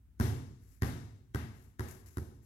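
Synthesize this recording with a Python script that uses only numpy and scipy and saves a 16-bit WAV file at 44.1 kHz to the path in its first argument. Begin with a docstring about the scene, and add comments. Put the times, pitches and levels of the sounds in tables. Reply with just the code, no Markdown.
"""A volleyball bounces five times across a hard floor towards a microphone lying low in a wide hall.
Each impact excites damped vibrations: a thump of the squashed ball, the modes of its shell and of the
floor, and a snap of its skin. The low ceiling reflects the sound at once, and the hall reverberates.
Clothes rustle nearby over a faint ventilation rumble."""
import sys
import numpy as np
from scipy import signal
from scipy.fft import rfft, irfft, next_fast_len
from scipy.io import wavfile
from scipy.ndimage import uniform_filter1d

SR = 44100
rng = np.random.default_rng(int(sys.argv[2]) if len(sys.argv) > 2 else 0)


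def waveform_to_disk(signal):
    """Save audio, clipped to [-1, 1], as 16-bit WAV at the path in sys.argv[1]."""
    frames = np.transpose(np.atleast_2d(signal))
    scaled = np.clip(frames, -1, 1) * 32767
    samples = np.round(scaled).astype(np.int16)
    wavfile.write(sys.argv[1], SR, samples)


N = 108045
T = np.arange(N) / SR

# Each row: start in seconds; thump, shell, snap and treble bite in dB; shell ping in Hz; bulge in Hz;
# bulge in dB; ceiling delay in seconds; boxy hall ring in dB; hall gain in dB.
BOUNCES = [(0.1997, -23.5, -28, -37, 1, 1490, 230, -24.5, 0.0092, -1, 5.5),
           (0.8212, -23.5, -27, -37, 3, 1870, 241, -30, .0103, -1, 2),
           (1.3471, -28, -27, -40.5, 5, 1520, 292, -42, 0.01, 0, -1),
           (1.795, -31.5, -29.5, -41.5, 0, 1640, 345, -50.5, .0108, 4.5, 0),
           (2.1712, -31, -34.5, -42.5, -4.5, 1410, 323, -39, .0111, 5.5, -3)]
# Modes of shell and enclosed air. 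Each row: frequency in Hz, relative level in dB, T60 in seconds.
SHELL_MODES = [(371.7, -12, 0.061), (502, -21, 0.053), (763, -24.5, 0.075), (942, -15.5, 0.041),
               (1080, -14, 0.018), (1227, -15.5, 0.028), (1400, -12.5, 0.021), (1632, -13, 0.035),
               (1860, -16.5, 0.028), (1980, -15, 0.016)]
# Modes of the floor. Each row: frequency in Hz, level against the thump in dB, T60 in seconds.
FLOOR_MODES = [(79.48, -7.5, 0.43), (95.9, -23, 1), (120.3, -58.5, .4), (224.7, -15.5, 0.54),
               (345, -36.5, 0.34)]
# Spectra of skin, hall, cloth and ventilation. Each row: frequency in Hz, relative density in dB.
SNAP_SPECTRUM = [(300, -41), (1000, 13), (1800, 13), (2400, -3.5), (3500, 0.5), (5500, 3.5), (7500, 0.5),
                 (8600, -7.5), (11300, 7), (13500, -5), (16000, -7)]
HALL_SPECTRUM = [(30, -10.5), (55, -11.5), (75, -5), (100, 3.5), (135, 3.5), (175, -16.5), (230, -5.5),
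                 (300, -16), (380, -9.5), (500, -23.5), (700, -16.5), (1000, -19.5), (1800, -21.5),
                 (2600, -29), (4000, -31), (5500, -31), (7500, -32.5), (8700, -39.5), (11000, -27),
                 (13500, -34.5), (16000, -51)]
CLOTH_SPECTRUM = [(500, -8), (2000, 1), (3500, -10.5), (5000, -3), (7600, 2), (8600, -7.5), (11300, 4.5),
                  (13500, -2.5), (16000, -11)]
VENT_SPECTRUM = [(20, -14), (35, -13), (58, 7), (72, 0), (100, -4), (125, -10.5), (185, -19), (260, -17.5),
                 (380, -32), (600, -41), (1500, -40.5), (4700, -49), (16000, -45.5)]
# Reverberation time. Each row: frequency in Hz, T60 in seconds.
HALL_T60 = [(60, 0.92), (120, 0.87), (250, 0.82), (400, 0.75), (600, 0.62), (1000, 0.66), (1800, 0.64),
            (4000, 0.71), (7500, 0.75), (11000, 0.54), (15000, 0.45)]
# Swishes of cloth. Each row: start, rise time and start of release in seconds, level in dB.
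RUSTLES = [(0.578, 0.084, 0.74, -65.5), (1.54, 0.014, 1.647, -68), (1.873, 0.004, 1.915, -55),
           (1.93, 0.027, 2.0, -91), (2.06, 0.0028, 2.075, -61.5), (2.09, 0.019, 2.15, -70.5),
           (2.418, 0.01, 2.45, -69.5)]
# Ticks in the cloth. Each row: start in seconds, level in dB.
CLOTH_TICKS = [(1.886, -49), (1.911, -53), (2.060, -56), (2.068, -57), (2.086, -56)]
# Acoustic shadow at the microphone's right port. Each row: frequency in Hz, gain against the left in dB.
RIGHT_SHADOW = [(30, 7.5), (80, 3), (180, -2.5), (330, 4), (700, -2.5), (1400, -7.5), (2800, -14),
                (5600, -13.5), (10000, -8), (14000, -15)]
# Coherence of the diffuse field. Each row: frequency in Hz, left-right correlation.
COHERENCE = [(30, 0.51), (80, 0.94), (200, 0.95), (400, 0.8), (800, 0.96), (1600, 0.099), (4000, 0),
             (16000, 0)]


def ball():
    """Image sources: each impact arrives directly, off the ceiling, then off floor and ceiling again."""
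    out, t = np.zeros((2, N)), T[:3 * SR // 4]
    ping_t60_s, bulge_t60_s = 0.016, 0.053
    echo_rise_s, echo_smear_s, second_delay_ratio = 0.0008, 0.0033, 2.46
    for start, thump_db, shell_db, snap_db, bite_db, ping_hz, bulge_hz, bulge_db, echo_s, *_ in BOUNCES:
        shell = -from_db(shell_db) * (shell_modes(t) + from_db(-3.5) * ring(t, ping_hz, ping_t60_s))
        bulge = from_db(bulge_db) * ring(t, bulge_hz, bulge_t60_s)   # the ball's slowest change of shape
        body = from_db(thump_db) * thump(t) - bulge
        floor = sum(from_db(thump_db + db) * ring(t, hz, t60) for hz, db, t60 in FLOOR_MODES)
        snap, crack, crackle = skin_snap(t, snap_db, bite_db)
        echo = (from_db(2) * body + shell) * (1 - np.exp(-t / echo_rise_s)) + from_db(-11.5) * crack
        scattered = crackle * np.exp(-t / echo_smear_s)
        # the offset cancels the lag in scene(): ceiling echoes reach both ports at almost the same time
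        for port, offset_s in enumerate([0, 0.0003]):
            first_echo = echo + from_db(1) * scattered[port]
            second_echo = from_db(-18.5) * echo + from_db(-11) * scattered[port + 2]
            add(out[port], body + shell + snap + floor, start)
            add(out[port], first_echo, start + echo_s - offset_s)
            add(out[port], second_echo, start + second_delay_ratio * echo_s - offset_s)
    return out


def thump(t):
    """Monopole radiation: the ball's volume shrinks and springs back, giving suction, push, suction."""
    hz, decay_s, lead_s = 119.7, 0.0095, 0.0014
    return -np.cos(2 * np.pi * hz * (t + lead_s)) * np.exp(-t / decay_s)


def shell_modes(t):
    """Modal superposition: shell and air modes add in alternating sign, varying in level at each hit."""
    return sum((-1) ** k * from_db(db + rng.normal(0, 1.5)) * ring(t, hz, t60)
               for k, (hz, db, t60) in enumerate(SHELL_MODES))


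def skin_snap(t, snap_db, bite_db):
    """Brief contact is broadband: the skin clicks at first touch and crackles while pressed flat."""
    crackle_s = 0.0041
    crackle = from_db(snap_db) * coloured(rng.standard_normal((5, len(t))), SNAP_SPECTRUM)
    crackle = filtered(crackle, lambda hz: from_db(bite_db * bite(hz)))
    touch = -from_db(snap_db + 18.5) * (t == t[10])
    crack = filtered(touch, lambda hz: from_db(at_hz(SNAP_SPECTRUM, hz) + bite_db * bite(hz)))
    snap = crackle[0] * np.exp(-(t / crackle_s) ** 2) + crack
    return snap, crack, crackle[1:]   # the click and four independent noises feed the echoes


def bite(hz):
    """Spectral weighting: the treble region that makes a bounce sharp or dull."""
    return bump(hz, 2600, octaves=1)


def upper_resonances(x):
    """High modal density: the ball's many small resonances leave irregular treble peaks and dips."""
    spacing_hz, lowest_hz, spread_db = 79.7, 1400, 1.96
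    grid = np.arange(400) * spacing_hz
    ripple_db = spread_db * rng.standard_normal(len(grid)) * (grid > lowest_hz)
    return filtered(x, lambda hz: from_db(np.interp(hz, grid, ripple_db)))


def hall():
    """Reverberation: the bounces add in power, and each band decays exponentially at its own rate."""
    delay_s, build_s, early_decay_s = 0.0037, 0.025, 0.025
    out, t = np.zeros((2, N)), T[:SR + SR // 4]
    fields = [flutter(diffuse()), flutter(diffuse())]
    edges_hz = np.geomspace(28, 17000, 33)
    early_reflections = from_db(-0.5) * np.exp(-t / early_decay_s)
    onset = (1 - np.exp(-t / build_s)) * (1 + early_reflections)
    for k, (low, high) in enumerate(zip(edges_hz, edges_hz[1:])):
        hz, power = np.sqrt(low * high), np.zeros(N)
        tail_power = (onset * from_db(-60 * t / at_hz(HALL_T60, hz))) ** 2
        for start, thump_db, shell_db, snap_db, bite_db, ping_hz, *_, boxy_db, hall_db in BOUNCES:
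            drive_db = at_hz([(200, thump_db - 1.5), (1200, shell_db + 1), (3500, snap_db + 11.5)], hz)
            drive_db += bite_db * bite(hz) + boxy_db * bump(hz, 370, octaves=0.35)
            drive_db += 3 * bump(hz, ping_hz, octaves=0.067)   # the shell's pitch lingers
            add(power, from_db(drive_db + hall_db) ** 2 * tail_power, start + delay_s)
        band = signal.sosfilt(signal.butter(2, [low, high], "band", fs=SR, output="sos"), fields[k % 2])
        out += band * np.sqrt(power) * from_db(at_hz(HALL_SPECTRUM, hz) + 10)
    return out


def flutter(x):
    """Comb filtering: repeated trips between floor and ceiling favour evenly spaced frequencies."""
    trip_s, share, damping_hz = 0.0108, 0.19, 2920
    return filtered(x, lambda hz: 1 / (1 - share * np.exp(-hz / damping_hz - 2j * np.pi * hz * trip_s)))


def clothes():
    """Friction noise: someone sitting nearby shifts, making grainy swishes of cloth and a few ticks."""
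    release_s, tick_decay_s, grain_s, grain_db = 0.065, 0.0019, 0.0054, 1.5
    swishes = sum(from_db(db) * (1 - np.exp(-np.maximum(T - start, 0) / rise))
                  * np.exp(-np.maximum(T - end, 0) / release_s) for start, rise, end, db in RUSTLES)
    ticks = sum(from_db(db) * (T > s) * np.exp(-np.abs(T - s) / tick_decay_s) for s, db in CLOTH_TICKS)
    grain = rms_one(uniform_filter1d(rng.standard_normal(N), int(grain_s * SR)))
    return (swishes + ticks) * from_db(grain_db * grain) * coloured(diffuse(), CLOTH_SPECTRUM)


def ventilation():
    """Stationary noise: a diffuse low rumble with a faint hiss."""
    return from_db(-60) * coloured(diffuse(), VENT_SPECTRUM)


def diffuse():
    """Spatial coherence: white noise at two ports, alike in the bass and unrelated in the treble."""
    mid, side = rng.standard_normal((2, N))
    mid = filtered(mid, lambda hz: np.sqrt(1 + at_hz(COHERENCE, hz)))
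    side = filtered(side, lambda hz: np.sqrt(1 - at_hz(COHERENCE, hz)))
    return np.array([mid + side, mid - side])


def ring(t, hz, t60):
    """Damped oscillation: one struck mode, falling 60 dB in t60 seconds."""
    return np.sin(2 * np.pi * hz * t) * from_db(-60 * t / t60)


def from_db(db):
    """Amplitude ratio of a level in decibels."""
    return 10 ** (np.asarray(db) / 20)


def rms_one(x):
    """Normalisation to unit rms."""
    return x / np.sqrt(np.mean(x ** 2) + 1e-20)


def at_hz(points, hz):
    """Interpolation of a table on a log-frequency axis."""
    frequencies, values = np.transpose(points)
    return np.interp(np.log(hz), np.log(frequencies), values)


def bump(hz, centre_hz, octaves):
    """Gaussian of height 1 on a log-frequency axis."""
    return np.exp(-(np.log2(hz / centre_hz) / octaves) ** 2)


def filtered(x, response):
    """Linear filtering: the spectrum is multiplied by a frequency response."""
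    size = next_fast_len(x.shape[-1] + SR // 10)
    hz = np.maximum(np.arange(size // 2 + 1) * SR / size, 1)
    return irfft(rfft(x, size) * response(hz), size)[..., :x.shape[-1]]


def coloured(white, spectrum):
    """Spectral shaping of white noise, at unit rms."""
    return rms_one(filtered(white, lambda hz: from_db(at_hz(spectrum, hz))))


def add(out, x, start_s):
    """Superposition of x on out from a given time."""
    i = int(start_s * SR)
    out[i:i + len(x)] += x[:max(N - i, 0)]


def scene():
    """Path difference and shadowing: direct sound, hall and cloth are later and duller on the right."""
    lag_s = 0.000313
    bounces, rustle, rumble = ball() + hall(), clothes(), ventilation()
    left, right = upper_resonances(bounces) + rustle
    right = filtered(right,
                     lambda hz: from_db(at_hz(RIGHT_SHADOW, hz)) * np.exp(-2j * np.pi * hz * lag_s))
    return np.array([left, right]) + rumble


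def record(dry):
    """Band limiting: the deepest bass and the highest treble are cut."""
    low_cut_hz, high_cut_hz = 38, 16000
    dry = signal.sosfilt(signal.butter(3, low_cut_hz, "high", fs=SR, output="sos"), dry)
    return signal.sosfilt(signal.ellip(10, 0.2, 80, high_cut_hz, fs=SR, output="sos"), dry)


dry = scene()
out = record(dry)
waveform_to_disk(out)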